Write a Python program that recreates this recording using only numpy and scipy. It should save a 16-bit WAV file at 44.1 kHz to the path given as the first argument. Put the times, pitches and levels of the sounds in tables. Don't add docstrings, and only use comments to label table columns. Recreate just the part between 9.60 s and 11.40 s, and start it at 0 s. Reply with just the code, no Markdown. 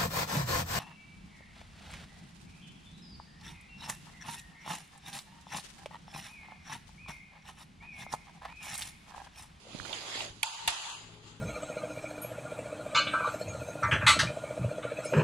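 import sys
import numpy as np
from scipy import signal
from scipy.fft import rfft, irfft, next_fast_len
from scipy.io import wavfile
from scipy.ndimage import uniform_filter1d, map_coordinates

SR = 44100
rng = np.random.default_rng(int(sys.argv[2]) if len(sys.argv) > 2 else 0)


def log_audio(samples):
    frames = np.atleast_2d(samples).T
    limited = np.clip(frames, -1, 1)
    pcm = np.round(limited * 32767).astype(np.int16)
    wavfile.write(sys.argv[1], SR, pcm)


def attenuation_scalar(level_db):
    decades = np.asarray(level_db, float) / 20
    return 10 ** decades


N = 79380


def unit(x):
    return x / np.sqrt(np.mean(x ** 2) + 1e-20)


def along(points, hz):
    f, v = np.transpose(points)
    return np.interp(np.log(hz + 1), np.log(f + 1), v)


def bumps(rows, hz):
    return sum(db / (1 + (2 * (hz - centre) / width) ** 2) for centre, width, db in rows)


def curves(rows, before_db=None):
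    s, *columns = np.transpose(rows)
    return [np.interp(np.arange(N) / SR, s, c, left=before_db) for c in columns]


def sides(pan_db):
    return attenuation_scalar(np.array([pan_db / 2, -pan_db / 2]))


def wobble(rate):
    knots = rng.standard_normal(int(N * rate / SR) + 4)
    return map_coordinates(knots, [np.arange(N) * rate / SR])


def filtered(x, response):
    m = next_fast_len(N + 8192)
    return irfft(rfft(x, m) * response(np.fft.rfftfreq(m, 1 / SR)), m)[..., :N]


def add_at(out, start_s, sound):
    out[:, round(start_s * SR):][:, :sound.shape[1]] += sound


# frequency in Hz, likeness from 0 to 1.
ALIKE = [(60, 1), (150, 0.95), (400, 0.77), (1200, 0.12), (10000, 0.032)]


def rush(colour_db, patchy_db, grain=1):
    z = signal.stft(rng.standard_normal((2, N)) * grain, nperseg=512)[2]
    patches = uniform_filter1d(rng.standard_normal(z.shape[1:]), size=6, axis=0)
    patches = unit(uniform_filter1d(patches, size=10, axis=1))
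    pair = signal.istft(z * attenuation_scalar(patchy_db * patches), nperseg=512)[1][:, :N]

    def mid_side_gain(hz):
        turn = np.arccos(np.clip(along(ALIKE, hz), 0, 1)) / 2
        return attenuation_scalar(colour_db(hz)) * [np.cos(turn), np.sin(turn)]

    mid, side = filtered(pair, mid_side_gain)
    return unit(np.array([mid + side, mid - side]))


def ring(modes, t, rise_s, spread):
    luck = rng.standard_normal((3, len(modes), 2, 1))
    hz, db, t60 = np.transpose(modes)[:, :, None, None]
    decay = attenuation_scalar(db + 0.77 * luck[0] - 60 * t / t60)
    tone = np.sin(2 * np.pi * hz * (1 + spread * luck[1]) * t + .5 * luck[2])
    return (decay * tone).sum(0) * (1 - np.exp(-t / rise_s))


# time in seconds, level in dB.
RUMBLE = [(0, -59.5), (.12, -56.5), (.25, -54), (.45, -62), (.58, -56.5), (.7, -57.5), (.8, -63),
          (.86, -73), (.96, -72.5), (1.05, -59.5), (1.075, -54), (1.15, -62.5), (1.24, -69), (1.38, -60.5),
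          (1.55, -59), (1.63, -60), (1.72, -57), (1.8, -60)]
# frequency in Hz, level in dB per Hz.
RUMBLE_TONE = [(15, -13), (45, -9), (113, -9.5), (232, -9), (415, -12.5), (560, -21.5), (1400, -26),
               (3300, -63)]
# frequency in Hz, level over the rumble in dB.
HUM = [(110.5, 0), (165, -6.5), (418, -11), (836, -16)]
# time in seconds, level in dB.
FAN_LOAD = [(0, -13), (.2, -9), (.45, -1), (.7, 0.5), (1.05, 0), (1.3, -10.5), (1.45, 2), (1.58, 6),
            (1.8, 3)]


def ventilation():
    level_db, = curves(RUMBLE)
    load_db, = curves(FAN_LOAD)
    fan = 0
    for hz, db in HUM:
        strength = attenuation_scalar(db + 1.6 * wobble(7.54))
        cycles = np.cumsum(hz * (1 + 0.0081 * wobble(5.95))) / SR
        fan = fan + strength * np.sin(2 * np.pi * cycles)
    low = rush(lambda hz: along(RUMBLE_TONE, hz), patchy_db=1.5)
    air = attenuation_scalar(0.61 * wobble(14.0)) * low
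    return attenuation_scalar(level_db) * (air + attenuation_scalar(load_db) * fan) * attenuation_scalar([[1.2], [-1.2]])


# time in seconds, level in dB.
HISS = [(0, -72), (.07, -66.5), (.7, -69), (.81, -71), (1.4, -61.5), (1.55, -58.5), (1.63, -66), (1.8, -69)]
# frequency in Hz, level in dB per Hz.
HISS_TONE = [(180, -20), (550, -8), (1660, -14.5), (3000, -8), (7000, -29), (12500, -58)]


def distant_air():
    level_db, = curves(HISS)
    return attenuation_scalar(level_db + wobble(2.0)) * rush(lambda hz: along(HISS_TONE, hz), patchy_db=1.0)


# time in seconds, level in dB, left-right difference in dB.
WASH = [(.835, -36, -12), (.88, -37, -10), (.95, -40, -8.5), (1.074, -42, -7), (1.08, -31, -23),
        (1.11, -32.5, -7), (1.16, -36, -8.5), (1.23, -38, -6.5), (1.3, -38, -5), (1.38, -43.5, -7),
        (1.47, -51, -4), (1.555, -55, -11), (1.61, -59, -10), (1.68, -49.5, -2.5), (1.74, -56, -6),
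        (1.8, -60, -10)]
# frequency in Hz, level in dB per Hz.
WASH_TONE = [(290, -81), (560, -17), (910, -6), (1500, -7.5), (3300, -4), (7240, -6.5), (10500, -24),
             (12500, -35.5)]
# frequency in Hz, width in Hz, height in dB.
WASH_BODY = [(897, 140, 6.5), (2860, 690, 3.5), (7050, 250, 0), (10200, 2900, 2), (1166, 93, 5.5),
             (745, 76, 3.5)]


def hall():
    level_db, pan_db = curves(WASH, before_db=-95)
    noise = rush(lambda hz: along(WASH_TONE, hz) + bumps(WASH_BODY, hz), patchy_db=1.64)
    return attenuation_scalar(level_db - 2.64 + 0.66 * wobble(59.9)) * sides(pan_db) * noise


# time in seconds, level in dB.
CAVITY = [(.835, -49), (.86, -49), (.93, -56), (1.0, -50.5), (1.07, -50.5), (1.1, -52), (1.2, -58),
          (1.32, -52.5), (1.36, -61), (1.45, -81)]


def cavity():
    centre_hz, width_hz = 914, 110
    level_db, = curves(CAVITY, before_db=-95)

    def peak_db(hz):
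        return -20 * np.log10(1 + (2 * (hz - centre_hz) / width_hz) ** 2)

    return attenuation_scalar(level_db) * rush(peak_db, patchy_db=0.8)


# start in seconds, level in dB,
# frequency in Hz, time to fade by 60 dB in seconds, left-right difference in dB.
TAPS = [(.1478, -33.5, 216, 0.013, -24), (.1478, -35, 470, 0.011, -15), (0.1995, -31, 1480, 0.0052, -38.5),
        (0.204, -52, 76, 0.046, -25), (.262, -51, 900, .03, -28), (.3275, -32.5, 4050, 0.013, -18.5),
        (0.3295, -34.5, 3300, 0.03, -23.5), (0.3334, -39.5, 3180, 0.12, -13),
        (0.5555, -33.5, 380, 0.012, 1), (0.7, -47.5, 77, 0.043, -7), (0.547, -40.5, 2010, 0.096, -17),
        (.575, -35.5, 720, 0.013, 9), (.606, -30, 2610, 0.0085, -21), (0.608, -34, 3390, 0.018, -16),
        (.609, -31.5, 830, 0.0071, 15), (1.074, -52.5, 45, 0.069, -25), (.8405, -41, 6600, 0.012, -8),
        (0.857, -38, 7400, 0.037, -14), (0.8308, -16.5, 2500, 0.0096, -13.5), (1.077, -37.5, 733, 0.066, 4),
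        (1.0775, -35, 1570, .035, -6), (1.079, -38, 1900, 0.071, -2), (1.0885, -38, 1600, .02, -8),
        (1.078, -37.5, 1110, .06, 0), (1.1045, -31.5, 8100, .015, -10), (.305, -44, 875, 0.15, -6),
        (.519, -43.5, 2010, .04, -23), (.6645, -42, 3150, .02, -10), (.624, -41.5, 550, .015, 6),
        (.25, -48, 3200, .03, -17), (.251, -44, 1500, .03, -27), (1.8, -50, 3550, 0.018, -11),
        (1.3, -38, 3200, .01, -8), (.052, -47, 600, 0.027, -4), (.068, -48, 518, .05, -4),
        (.09, -49, 640, 0.072, -5), (.332, -38.5, 2800, .02, -14), (.6065, -38, 1940, .008, -8),
        (0.5, -39, 3730, .008, -10), (.655, -46.5, 570, 0.084, 3), (.8315, -27, 10800, .006, -5)]


def taps():
    out, t = np.zeros((2, N + SR)), np.arange(SR // 5) / SR
    for s, db, hz, t60, pan_db in TAPS:
        modes = [(hz * k, 0, t60) for k in (.92, 1, 1.09)]
        sound = ring(modes, t, rise_s=min(.0015, 1.36 / hz), spread=0.0282)
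        sound = signal.lfilter(*signal.butter(N=2, Wn=hz / 2, btype="high", fs=SR), sound)
        add_at(out, s, attenuation_scalar(db) * sides(pan_db)[:, None] * sound)
    return out[:, :N]


# time in seconds, effort in dB, left-right difference in dB.
SCRAPE = [(0, -79, 8), (.06, -63.5, 0), (.11, -54.5, -11.5), (.22, -49, -16.5), (.26, -48, -20.5),
          (.29, -46, -13), (.345, -42.5, -11.5), (.41, -45.5, -12), (.49, -43.5, -9.5), (.555, -39.5, -10),
          (.63, -40.5, -9), (.69, -49, -10.5), (.745, -65, 4), (.82, -83, 22)]
# frequency in Hz, level in dB per Hz.
SCRAPE_TONE = [(150, -47), (300, -7.5), (752, -3.5), (1560, -6), (4050, -4), (7030, -7.5), (10500, -26),
               (12500, -30.5)]
# frequency in Hz, width in Hz, height in dB.
SCRAPE_BODY = [(723, 200, -0.5), (2040, 330, 2.5), (3320, 160, 4), (1500, 520, -1), (470, 100, -3)]


def scrape():
    grains_per_s, grain_spread_db, grain_db = 1500, 2.5, -9
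    effort_db, pan_db = curves([*SCRAPE, (.84, -70, 0.0039)])
    struck = rng.random(N) < grains_per_s / SR
    hits = struck * attenuation_scalar(grain_spread_db * np.minimum(rng.exponential(size=N), 4))
    grain = 1 + attenuation_scalar(grain_db) * unit(uniform_filter1d(hits, size=12))
    noise = rush(lambda hz: along(SCRAPE_TONE, hz) + bumps(SCRAPE_BODY, hz), patchy_db=2.0, grain=grain)
    return attenuation_scalar(effort_db + 2.55 + 0.43 * wobble(38.9)) * sides(pan_db) * noise


# start in seconds, level in dB, left-right difference in dB.
KNOCKS = [
    (.8325, -22.5, -3.5),
    (0.8393, -31, -1),
    (1.077, -21.5, 3),
    (1.0885, -33, 2),
    (1.097, -29.5, 2),
]
# frequency in Hz, level in dB, time to fade by 60 dB in seconds.
HOUSING = [(900, -3, .052), (1430, -14, .04), (720, -22, .04)]


def knocks():
    out, t = np.zeros((2, N + SR)), np.arange(SR // 5) / SR
    for s, db, pan_db in KNOCKS:
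        sound = ring(HOUSING, t, rise_s=.002, spread=0.013)
        add_at(out, s, attenuation_scalar(db) * sides(pan_db)[:, None] * sound)
    return out[:, :N]


# start in seconds, level in dB, left-right difference in dB.
SNAPS = [(.8292, -30, -4), (0.831, -13.5, -12.5), (0.8313, -16, -15), (0.8343, -23.5, -14),
         (1.0755, -15.5, -11), (1.0773, -13, 1.5), (1.0794, -14, -14), (1.0808, -25, -11),
         (1.0838, -20, -4), (1.0895, -34, -4), (1.0925, -36, 15), (1.0991, -27, -10)]
# frequency in Hz, level in dB, time to fade by 60 dB in seconds.
PRONGS = [(2150, -4, 0.0084), (2817, 1, .012), (3570, -0.5, 0.013), (4400, -1.5, 0.01), (5050, -9, 0.006),
          (6570, -4.5, 0.012), (7330, -7, 0.0059), (7970, 0, 0.0092), (9340, -2.5, 0.0075),
          (10400, -7.5, 0.0072)]


def snaps():
    crack_s, crack_db = 0.0063, -3
    near_s, near_db = 0.052, -23
    out, near, t = np.zeros((2, N + SR)), np.zeros((2, N + SR)), np.arange(SR // 5) / SR
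    for s, db, pan_db in SNAPS:
        bright_noise = np.diff(rng.standard_normal((2, len(t) + 1)))
        crack = 0.32 * bright_noise * attenuation_scalar(crack_db - 60 * t / crack_s)
        sound = 0.42 * ring(PRONGS, t, rise_s=0.0003, spread=0.04) + crack
        add_at(out, s, attenuation_scalar(db) * sides(pan_db)[:, None] * sound)
        add_at(near, s, attenuation_scalar(db + near_db - 60 * t / near_s) * sides(pan_db / 2)[:, None])
    scatter = near[:, :N] * rush(lambda hz: along(WASH_TONE, hz), patchy_db=1.5)
    return out[:, :N] + scatter


def scene():
    background = ventilation() + distant_air() + hall() + cavity()
    return background + taps() + scrape() + knocks() + snaps()


def gate(x):
    under_db, top_db, depth_db = -3.8, -62.5, -50
    hz, _, z = signal.stft(x, SR, nperseg=1024, noverlap=768)
    hz, frames = hz[:, None], z.shape[2]
    power = uniform_filter1d(np.mean(np.abs(z) ** 2, 0), size=7, axis=1)
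    band = 10 * np.log10(np.abs(uniform_filter1d(power, size=7, axis=0)) + 1e-16)
    over = band - uniform_filter1d(band, size=61, axis=0)
    over = np.repeat(np.repeat(over[3::6, 2::4], 6, 0), 4, 1)
    over = np.pad(over, [(0, 8), (0, 8)])[:z.shape[1], :frames]
    now = 10 * np.log10(np.abs(uniform_filter1d(np.abs(z) ** 2, size=15, axis=1)) + 1e-16)
    top_hz, drift_hz = np.array([[9500, 11600], [300, 130]])[:, :, None, None]
    edge = top_hz + drift_hz * np.repeat(rng.standard_normal(frames // 8 + 1), 8)[:frames]
    whim = unit(uniform_filter1d(rng.standard_normal(frames), size=9))
    quiet = power.sum(0) < attenuation_scalar(-72)
    weak = (over < under_db + whim) & (hz > 1650) & quiet
    shut = np.where(hz > edge, now < top_db, weak)
    return signal.istft(z * attenuation_scalar(depth_db * shut), SR, nperseg=1024, noverlap=768)[1][:, :N]


def band_limit(x):
    return signal.sosfilt(signal.butter(12, 13010, fs=SR, output="sos"), x)


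# frequency in Hz, left-right difference in dB.
PORTS = [(500, 2.5), (1500, 11), (3000, 5.5), (5000, 4.5), (7500, 10.5), (9500, -0.5), (10500, -8.5),
         (12500, -1)]
# frequency in Hz, width in Hz, height in dB.
NOTCHES = [(5630, 590, -8.5), (8320, 680, -7), (1733, 86, -2), (2270, 90, -2)]


def record(dry):
    def colour(hz):
        top_limit = 1 / (1 + (hz / 12500) ** 40)
        return sides(along(PORTS, hz)) * attenuation_scalar(bumps(NOTCHES, hz)) * top_limit

    return band_limit(gate(filtered(dry, colour)))


dry = scene()
out = record(dry)
log_audio(out)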